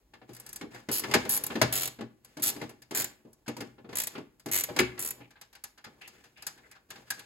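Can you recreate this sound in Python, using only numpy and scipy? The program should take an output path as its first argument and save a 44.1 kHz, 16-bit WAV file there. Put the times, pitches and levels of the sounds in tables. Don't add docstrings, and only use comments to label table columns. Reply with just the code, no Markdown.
import sys
import numpy as np
from scipy import signal
from scipy.fft import rfft, irfft
from scipy.io import wavfile

SR = 44100
rng = np.random.default_rng(int(sys.argv[2]) if len(sys.argv) > 2 else 0)


def materialize(psi):
    bounded = np.clip(np.atleast_2d(psi).T, -1, 1)
    quanta = np.round(bounded * 32767).astype(np.int16)
    wavfile.write(sys.argv[1], SR, quanta)


N = 320121
TIME_S = np.arange(N) / SR
EDGES_HZ = np.geomspace(25, 17000, 25)
CENTRES_HZ = np.sqrt(EDGES_HZ[1:] * EDGES_HZ[:-1])


def from_db(db):
    return 10 ** (np.asarray(db) / 20)


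def at_hz(points, hz):
    freqs_hz, values = np.transpose(points)
    return np.interp(np.log(hz), np.log(freqs_hz), values)


def drift(time_s, rate_hz):
    knots = rng.standard_normal(4000)
    return np.interp(time_s * rate_hz, np.arange(len(knots)), knots)


def pulse(age_s, rise_s, t60_s):
    return (1 - np.exp(-age_s / rise_s)) * from_db(-60 * age_s / t60_s)


def add(track, start_s, piece):
    start = max(round(start_s * SR), 0)
    track[..., start:start + piece.shape[-1]] += piece[..., :max(N - start, 0)]


def noise_bands(size):
    # freq_hz, correlation
    likeness = [(60, 0.98), (250, 0.88), (600, 0.48), (1500, 0.33), (4000, 0.033), (6000, 0.93),
                (7500, 0.99), (9000, 1), (14000, 0.93)]
    white, bands = rng.standard_normal((2, 2, size)), []
    for k, hz in enumerate(CENTRES_HZ):
        bandpass = signal.butter(2, EDGES_HZ[k:k + 2], "band", fs=SR, output="sos")
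        mid, side = signal.sosfilt(bandpass, white[k % 2])
        alike = at_hz(likeness, hz)
        bands.append(np.sqrt((1 + alike) / 2) * mid + np.sqrt((1 - alike) / 2) * side * [[1], [-1]])
    return bands


def blows(bands, contacts, colour, decay, gain_db, rise_s, rise_cycles, soft_s, rebound_s, rebound_db):
    out, age_s = np.zeros((2, N)), np.arange(SR // 4) / SR
    delays_s = rebound_s * rng.uniform(0.8, 1.0, len(contacts))
    for hz, band in zip(CENTRES_HZ, bands):
        power, t60_s = np.zeros(N), at_hz(decay, hz)
        rebound_share = from_db(rebound_db) ** 2 / (1 + (hz / 3500) ** 2)
        for (start_s, clack_db, thud_db, snap_db, ring_factor, *_), delay_s in zip(contacts, delays_s):
            level_db = at_hz([(450, thud_db), (1500, clack_db), (3600, clack_db), (9000, snap_db)], hz)
            softness = np.clip((clack_db - snap_db) / 10 - 1, 0, 1)
            swell_s = rise_s + rise_cycles / hz + soft_s * softness
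            ring_power = (from_db(level_db) * pulse(age_s, swell_s, t60_s * ring_factor)) ** 2
            add(power, start_s, ring_power)
            add(power, start_s + delay_s, rebound_share * ring_power)
        out += from_db(gain_db + at_hz(colour, hz)) * np.sqrt(power) * band
    return out


def struck_spots(contacts, hollow_gain_db, hollow_t60_s, clack_gain_db, clack_t60_s, hollow_rise_s):
    out, age_s = np.zeros(N), np.arange(SR // 4) / SR
    for start_s, clack_db, thud_db, _, _, hollow_hz, clack_hz in contacts:
        hollow = from_db(thud_db + hollow_gain_db) * pulse(age_s, hollow_rise_s, hollow_t60_s)
        clack = from_db(clack_db + clack_gain_db) * pulse(age_s, hollow_rise_s / 2, clack_t60_s)
        add(out, start_s, hollow * np.sin(2 * np.pi * hollow_hz * age_s))
        add(out, start_s, clack * np.sin(2 * np.pi * clack_hz * age_s))
    return out


def ringing(hits, modes, uneven_db=1.0, detune=0.0015):
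    longest_s = max(t60_s for _, _, t60_s in modes)
    out, age_s = np.zeros(N), np.arange(int(longest_s * SR)) / SR
    for start_s, hit_db in hits:
        for (hz, mode_db, t60_s), (luck, shift) in zip(modes, rng.standard_normal((len(modes), 2))):
            tone = np.sin(2 * np.pi * hz * (1 + detune * shift) * age_s)
            gain = from_db(hit_db + mode_db - uneven_db * luck)
            add(out, start_s, gain * pulse(age_s, 2 / hz, t60_s) * tone)
    return out


def still_air(bands, gain_db):
    # freq_hz, density_db
    colour = [(25, -5.5), (50, 5), (100, -5.5), (300, -7.5), (1000, -22.5), (4000, -27.5), (16000, -27)]
    # time_s, level_db
    rumble_levels = [(0, 7), (1, 2.5), (2.3, -3.5), (5.3, 1.5), (6.3, -5.5)]
    rumble = from_db(np.interp(TIME_S, *np.transpose(rumble_levels)))
    return sum(from_db(gain_db + at_hz(colour, hz)) * (rumble if hz < 60 else 1) * band
               for hz, band in zip(CENTRES_HZ, bands))


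def knock_contacts():
    # start_s, clack_db, thud_db, snap_db, hollow_hz
    hits = [(0.1355, -43.5, -52.5, -58.5, 867), (0.215, -48, -50, -91, 757),
            (0.2905, -49.5, -45.5, -56, 311), (0.611, -34.5, -38.5, -45, 305),
            (0.6317, -58, -38.5, -68, 233), (0.745, -41, -49.5, -45.5, 723),
            (0.8866, -29.5, -30.5, -37, 224), (1.0365, -26.5, -37, -38, 363), (1.1116, -26, -38, -33, 248),
            (1.138, -9.5, -30.5, -17, 616), (1.1459, -22.5, -20.5, -22, 418),
            (1.2506, -34.5, -34.5, -40, 243), (1.502, -28, -35, -72, 273), (1.554, -26.5, -26, -40, 242),
            (1.6143, -11.5, -18.5, -15, 635), (1.9874, -44, -38.5, -59, 243), (2.008, -37, -35, -48.5, 217),
            (2.369, -39, -39.5, -42.5, 274), (2.396, -43, -42.5, -43, 300), (2.562, -44, -41.5, -44.5, 294),
            (2.614, -32.5, -33.5, -43, 329), (2.6357, -45, -62, -49.5, 346),
            (2.6921, -45, -46.5, -42.5, 442), (2.9091, -34.5, -37.5, -37.5, 325),
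            (3.2495, -63, -46.5, -78, 227), (3.4789, -31.5, -34, -34.5, 224), (3.4969, -46, -40, -64, 290),
            (3.566, -40, -41, -38.5, 954), (3.6049, -33, -36.5, -35.5, 204), (3.781, -50, -47.5, -85, 259),
            (3.8442, -50, -44.5, -91, 210), (3.8901, -41.5, -43, -57.5, 286), (3.928, -38, -40, -47.5, 267),
            (4.152, -33, -39.5, -57, 301), (4.1789, -40, -37.5, -52, 238), (4.4589, -37, -35, -33.5, 291),
            (4.4847, -38.5, -43, -42.5, 269), (4.6877, -36, -34.5, -50.5, 602),
            (4.7629, -25, -32.5, -28.5, 520), (4.7888, -11, -33.5, -18.5, 730),
            (4.7977, -42, -20.5, -20.5, 260), (4.977, -36, -44.5, -49, 232), (5.204, -47, -48, -73, 293),
            (5.865, -51, -49.5, -68, 116)]
    # level_db, ring_factor
    force_law = [(-43, 0.99), (-27, 1), (-23, 0.82)]
    # snap_over_clack_db, clack_hz
    sharpness_law = [(-17, 1400), (-10.5, 2147)]
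    contacts = []
    for start_s, clack_db, thud_db, snap_db, hollow_hz in hits:
        ring_factor = np.interp(max(clack_db, thud_db), *np.transpose(force_law))
        clack_hz = np.interp(snap_db - clack_db, *np.transpose(sharpness_law)) * rng.normal(1, 0.021)
        contacts.append((start_s, clack_db, thud_db, snap_db, ring_factor, hollow_hz, clack_hz))
    return contacts


def knocks(bands, contacts):
    # freq_hz, density_db
    colour = [(30, -25), (60, -8.5), (120, -3), (300, 6.5), (600, -3), (1100, -5), (2100, -9),
              (3500, -11.5), (7000, -9.5), (12000, -12.5), (16000, -26)]
    # freq_hz, t60_s
    decay = [(60, 0.21), (300, 0.17), (1000, 0.099), (2500, 0.095), (6000, 0.052), (14000, 0.061)]
    noise = blows(bands, contacts, colour, decay, gain_db=13, rise_s=0.0017, rise_cycles=1,
                  soft_s=0.0014, rebound_s=0.015, rebound_db=-7.5)
    notes = struck_spots(contacts, hollow_gain_db=-0.5, hollow_t60_s=0.1,
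                         clack_gain_db=-8.5, clack_t60_s=0.047, hollow_rise_s=0.00067)
    return noise, notes


def sleeve_rub(bands, gain_db, catch_db, catches_per_s):
    # start_s, length_s, low_db, swish_db
    rubs = [(0.275, .34, -59.5, -63), (0.702, 0.079, -48.5, -54), (0.974, 0.9, -46.5, -50),
            (1.069, 0.11, -36, -48.5), (2.23, 0.13, -70, -68), (2.438, .2, -48.5, -54),
            (2.92, 0.095, -41.5, -45), (3.237, 0.049, -63, -84), (3.567, 0.12, -55.5, -65),
            (3.886, 0.25, -55.5, -57), (4.603, 0.32, -50.5, -57.5), (4.932, 0.26, -54.5, -65),
            (5.843, 0.2, -64.5, -73), (6.017, 0.25, -65, -64.5), (6.372, 0.32, -65.5, -69.5),
            (6.885, 0.12, -56.5, -61), (7.06, 0.17, -59.5, -57)]
    # freq_hz, density_db
    colour = [(40, -17), (120, -2), (350, 3.5), (700, -5), (1800, -1.5), (4000, -8.5), (8000, -11.5),
              (16000, -23)]
    attack_s, release_t60_s = 0.023, 0.33
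    low, swish = from_db(-78.5), from_db(-87.5)
    for start_s, length_s, low_db, swish_db in rubs:
        attack = np.clip((TIME_S - start_s) / attack_s, 0, 1)
        release = from_db(-60 * np.clip((TIME_S - start_s - length_s) / release_t60_s, 0, 2))
        low = np.hypot(low, from_db(low_db) * attack * release)
        swish = np.hypot(swish, from_db(swish_db) * attack * release)
    grip = from_db(gain_db + catch_db * drift(TIME_S, catches_per_s))
    return grip * sum(from_db(at_hz(colour, hz)) * (low if hz < 1000 else swish) * band
                      for hz, band in zip(CENTRES_HZ, bands))


def tick_contacts():
    # start_s, clack_db, snap_db
    hits = [(0.332, -53, -51), (0.3475, -54, -47.5), (0.3645, -51, -48), (0.398, -53.5, -42),
            (0.463, -48, -43), (0.4897, -49.5, -42.5), (0.5284, -49, -38.5), (0.5588, -44.5, -35.5),
            (2.246, -52.5, -50), (2.819, -50.5, -53), (3.3298, -65.5, -55.5), (3.4615, -41, -55.5),
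            (4.3959, -56.5, -56.5), (5.3054, -50, -61), (5.356, -43, -88), (5.412, -43.5, -49),
            (5.5282, -51, -60), (5.551, -46, -54), (5.6379, -40, -35.5), (5.7758, -44.5, -57.5),
            (5.841, -37, -49), (6.0132, -42.5, -54.5), (6.0755, -46.5, -47), (6.2382, -48.5, -59.5),
            (6.3714, -46, -59), (6.4218, -44, -46.5), (6.466, -33, -30), (6.575, -46.5, -60.5),
            (6.7128, -50.5, -52.5), (6.7517, -43, -62), (6.9035, -38, -44.5), (6.9543, -39, -53),
            (7.1029, -30, -28), (7.192, -42, -48)]
    # snap_over_clack_db, ring_factor
    ring_law = [(1.5, 0.81), (3.5, 0.7)]
    contacts = []
    for start_s, clack_db, snap_db in hits:
        hollow_hz, clack_hz = rng.normal(1, 0.044, 2) * (807, 1640)
        ring_factor = np.interp(snap_db - clack_db, *np.transpose(ring_law))
        thud_db = clack_db - 13
        contacts.append((start_s, clack_db, thud_db, snap_db, ring_factor, hollow_hz, clack_hz))
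    return contacts


def ticks(bands, contacts):
    # freq_hz, density_db
    colour = [(40, 7.5), (120, 3), (300, -1), (800, -4), (1600, -6.5), (3000, -8), (5000, -4.5), (8000, -2),
              (12000, 0.5), (16000, -14.5)]
    # freq_hz, t60_s
    decay = [(100, 0.1), (1000, 0.16), (3000, 0.097), (7000, 0.067), (14000, 0.043)]
    noise = blows(bands, contacts, colour, decay, gain_db=12, rise_s=0.0015, rise_cycles=0.75,
                  soft_s=0.018, rebound_s=0.013, rebound_db=-11.5)
    notes = struck_spots(contacts, hollow_gain_db=-8.5, hollow_t60_s=0.19,
                         clack_gain_db=-10, clack_t60_s=0.062, hollow_rise_s=0.00072)
    return noise, notes


def wire_scrapes(width_octaves=0.57, edge_s=0.012, slips_per_s=314, slip_db=3.5):
    # start_s, length_s, level_db, pitch_hz
    scrapes = [(0.724, .06, -54, 1692), (5.2, 0.057, -60, 2400), (6.007, 0.06, -51.5, 2370),
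               (6.143, 0.071, -67.5, 2170), (6.357, 0.08, -58, 2440), (6.626, .04, -59.5, 1730),
               (6.702, .04, -59, 2000), (6.743, 0.032, -56, 1400)]
    out, age_s = np.zeros((2, N)), np.arange(SR // 4) / SR
    for start_s, length_s, level_db, pitch_hz in scrapes:
        slips = from_db(slip_db * drift(age_s, slips_per_s))
        band_hz = pitch_hz * 2 ** (width_octaves * np.array([-.5, .5]))
        resonance = signal.butter(2, band_hz, "band", fs=SR, output="sos")
        grit = signal.sosfilt(resonance, slips * rng.standard_normal((2, len(age_s))))
        push = np.clip(np.minimum(age_s, length_s + edge_s - age_s) / edge_s, 0, 1)
        add(out, start_s, from_db(level_db) * push * grit / grit.std())
    return out


def tooth_drops(last_gap_ratio=1.35, jitter_s=0.0007, uneven_db=2):
    # start_s, run_s, tooth_count, pause_s, level_db
    swings = [(0.914, 0.068, 9, 0.012, -22.5), (1.292, .071, 10, .011, -21.5),
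              (1.4369, 0.0021, 1, 0.025, -21.5), (1.725, 0.13, 13, 0.019, -21),
              (2.4216, 0.066, 9, .011, -20.5), (2.948, 0.071, 9, 0.024, -20),
              (3.9542, .081, 6, 0.036, -20.5), (4.514, 0.095, 10, .028, -20.5),
              (4.992, 0.094, 9, .019, -24.5)]
    # swing_share, level_db
    arch = [(0, -2.5), (.2, 0.55), (.6, 0.34), (1, -2)]
    drops = []
    for start_s, run_s, tooth_count, pause_s, level_db in swings:
        gaps = np.geomspace(1, last_gap_ratio, tooth_count - 1)
        ages_s = np.r_[0, run_s * np.cumsum(gaps / gaps.sum()), run_s + pause_s]
        arch_db = np.interp(ages_s / ages_s[-1], *np.transpose(arch))
        late, luck = rng.standard_normal((len(ages_s), 2)).T
        times_s = start_s + ages_s + jitter_s * late * (ages_s > 0)
        drops += zip(times_s, level_db + uneven_db * luck + arch_db)
    return drops


def pawl(bands, drops, gain_db, fresh_share, uneven_db, chatter_db):
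    # freq_hz, density_db
    colour = [(150, -12.5), (400, -9), (1000, -10), (2500, -8), (4500, -6.5), (5700, -6), (7100, -2),
              (9000, -4.5), (11500, 3.5), (12600, 1), (14000, -9.5), (16000, -3.5)]
    # freq_hz, level_db, t60_s
    modes = [(7034, -13, 0.041), (7960, -13.5, 0.036), (11510, -28, 0.011), (12800, -8.5, 0.03)]
    out, age_s = np.zeros((2, N)), np.arange(SR // 10) / SR
    scatter = pulse(age_s, rise_s=0.003, t60_s=0.047)
    snap = np.hypot(pulse(age_s, rise_s=0.0022, t60_s=0.026), scatter / 3)
    shapes = [from_db(at_hz(colour, hz)) * (snap if hz > 5500 else scatter) for hz in CENTRES_HZ]
    knots_s, previous_s = age_s[::20], -1
    for start_s, level_db in drops:
        offset = rng.integers(N - len(age_s))
        gains = from_db(uneven_db * rng.standard_normal(len(bands)))
        fresh = sum(gain * shape * band[:, offset:offset + len(age_s)]
                    for gain, shape, band in zip(gains, shapes, bands))
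        fresh *= from_db(chatter_db * np.interp(age_s, knots_s, rng.standard_normal(len(knots_s))))
        if start_s - previous_s > 0.15:
            stroke = fresh
        tooth = np.sqrt(1 - fresh_share) * stroke + np.sqrt(fresh_share) * fresh
        add(out, start_s, from_db(level_db + gain_db) * tooth)
        previous_s = start_s
    return out + ringing(drops, modes, uneven_db=3, detune=0.024)


def bracket_clanks():
    # start_s, level_db
    hits = [(1.142, -40.5), (1.616, -42), (4.792, -26)]
    # freq_hz, level_db, t60_s
    modes = [(241, -4, 0.11), (367, 6.5, 0.18), (394.6, 2.5, 0.13), (1857, -7, 0.14), (2040, 1, 0.09),
             (2060, -9.5, .1), (2260, 7.5, 0.058), (2510, -3, 0.051), (2630, -10, 0.3), (3620, -11, 0.066),
             (4980, -20, .07)]
    return ringing(hits, modes)


def cover_booms():
    # start_s, level_db
    hits = [(1.146, -44), (1.62, -37), (4.80, -37.5)]
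    # freq_hz, level_db, t60_s
    modes = [(66.5, -2.5, 0.48), (92, -5.5, 0.13), (113, 3.5, 0.17)]
    return ringing(hits, modes)


def steel_clinks():
    # start_s, level_db
    hits = [(7.105, -37.5), (7.121, -41)]
    # freq_hz, level_db, t60_s
    modes = [(1647, 12, 0.043), (4000, -21, 0.18), (4550, -14, 0.13), (5850, -18, 0.22), (7400, -25, 0.055),
             (8200, -24, 0.14)]
    return ringing(hits, modes)


def engine_bay(sound):
    # freq_hz, width_hz, gain_db
    modes = [(123.1, 10, 9.5), (224.1, 22, -6), (318, 53, -10.5), (410, 17, -3.5), (511, 43, -5.5),
             (630, 48, -6.5), (817, 67, 0), (1430, 38, -4), (1715, 25, 2.5), (2141, 69, -6),
             (2430, 30, -12.5), (2737, 35, 2.5), (4870, 80, 4)]
    return sound + sum(from_db(gain_db) * signal.lfilter(*signal.iirpeak(hz, hz / width_hz, fs=SR), sound)
                       for hz, width_hz, gain_db in modes)


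def garage_echo(sound, build_s):
    # freq_hz, t60_s
    decay = [(100, 0.98), (500, 0.3249), (2000, 0.3753), (6000, 0.21), (14000, 0.3)]
    # freq_hz, level_db
    colour = [(100, -14), (500, -10), (2000, -8.5), (6000, -6.5), (14000, -20.5)]
    age_s, response = np.arange(SR) / SR, 0
    for hz, band in zip(CENTRES_HZ, noise_bands(SR)):
        fall = pulse(age_s, build_s, at_hz(decay, hz))
        response += from_db(at_hz(colour, hz)) * band * fall / np.linalg.norm(fall)
    return signal.fftconvolve(sound, response, axes=1)[:, :N]


def scene():
    drops, knocked, ticked = tooth_drops(), knock_contacts(), tick_contacts()
    rasp = pawl(noise_bands(N), drops, gain_db=4.5, fresh_share=0.28, uneven_db=3, chatter_db=2)
    impact_bands = noise_bands(N)
    knock_noise, knock_notes = knocks(impact_bands, knocked)
    tick_noise, tick_notes = ticks(impact_bands, ticked)
    tones = knock_notes + tick_notes + bracket_clanks() + cover_booms() + steel_clinks()
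    soft_bands = noise_bands(N)
    sleeve = sleeve_rub(soft_bands, gain_db=8, catch_db=2.5, catches_per_s=86)
    air = still_air(soft_bands, gain_db=-51.5)
    bay = engine_bay(knock_noise + tick_noise + sleeve) + tones + wire_scrapes()
    work = rasp + bay * from_db([[0.8], [-0.8]])
    return work + garage_echo(work, build_s=0.00097) + air


def record(dry):
    lag_s, split_hz, low_cut_hz, high_cut_hz = 0.000218, 4800, 41.6, 15850
    hz = np.arange(N + 1) * SR / (2 * N)
    treble_share = 1 / (1 + (split_hz / (hz + 1)) ** 8)
    phase_turn = np.exp(1j * treble_share * (np.pi - 2 * np.pi * hz * lag_s))
    left = irfft(rfft(dry[0], 2 * N) * phase_turn, 2 * N)[:N]
    highpass = signal.butter(2, low_cut_hz, "high", fs=SR, output="sos")
    lowpass = signal.ellip(10, 0.2, 70, high_cut_hz, fs=SR, output="sos")
    return signal.sosfilt(lowpass, signal.sosfilt(highpass, [left, dry[1]]))


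dry = scene()
out = record(dry)
materialize(out)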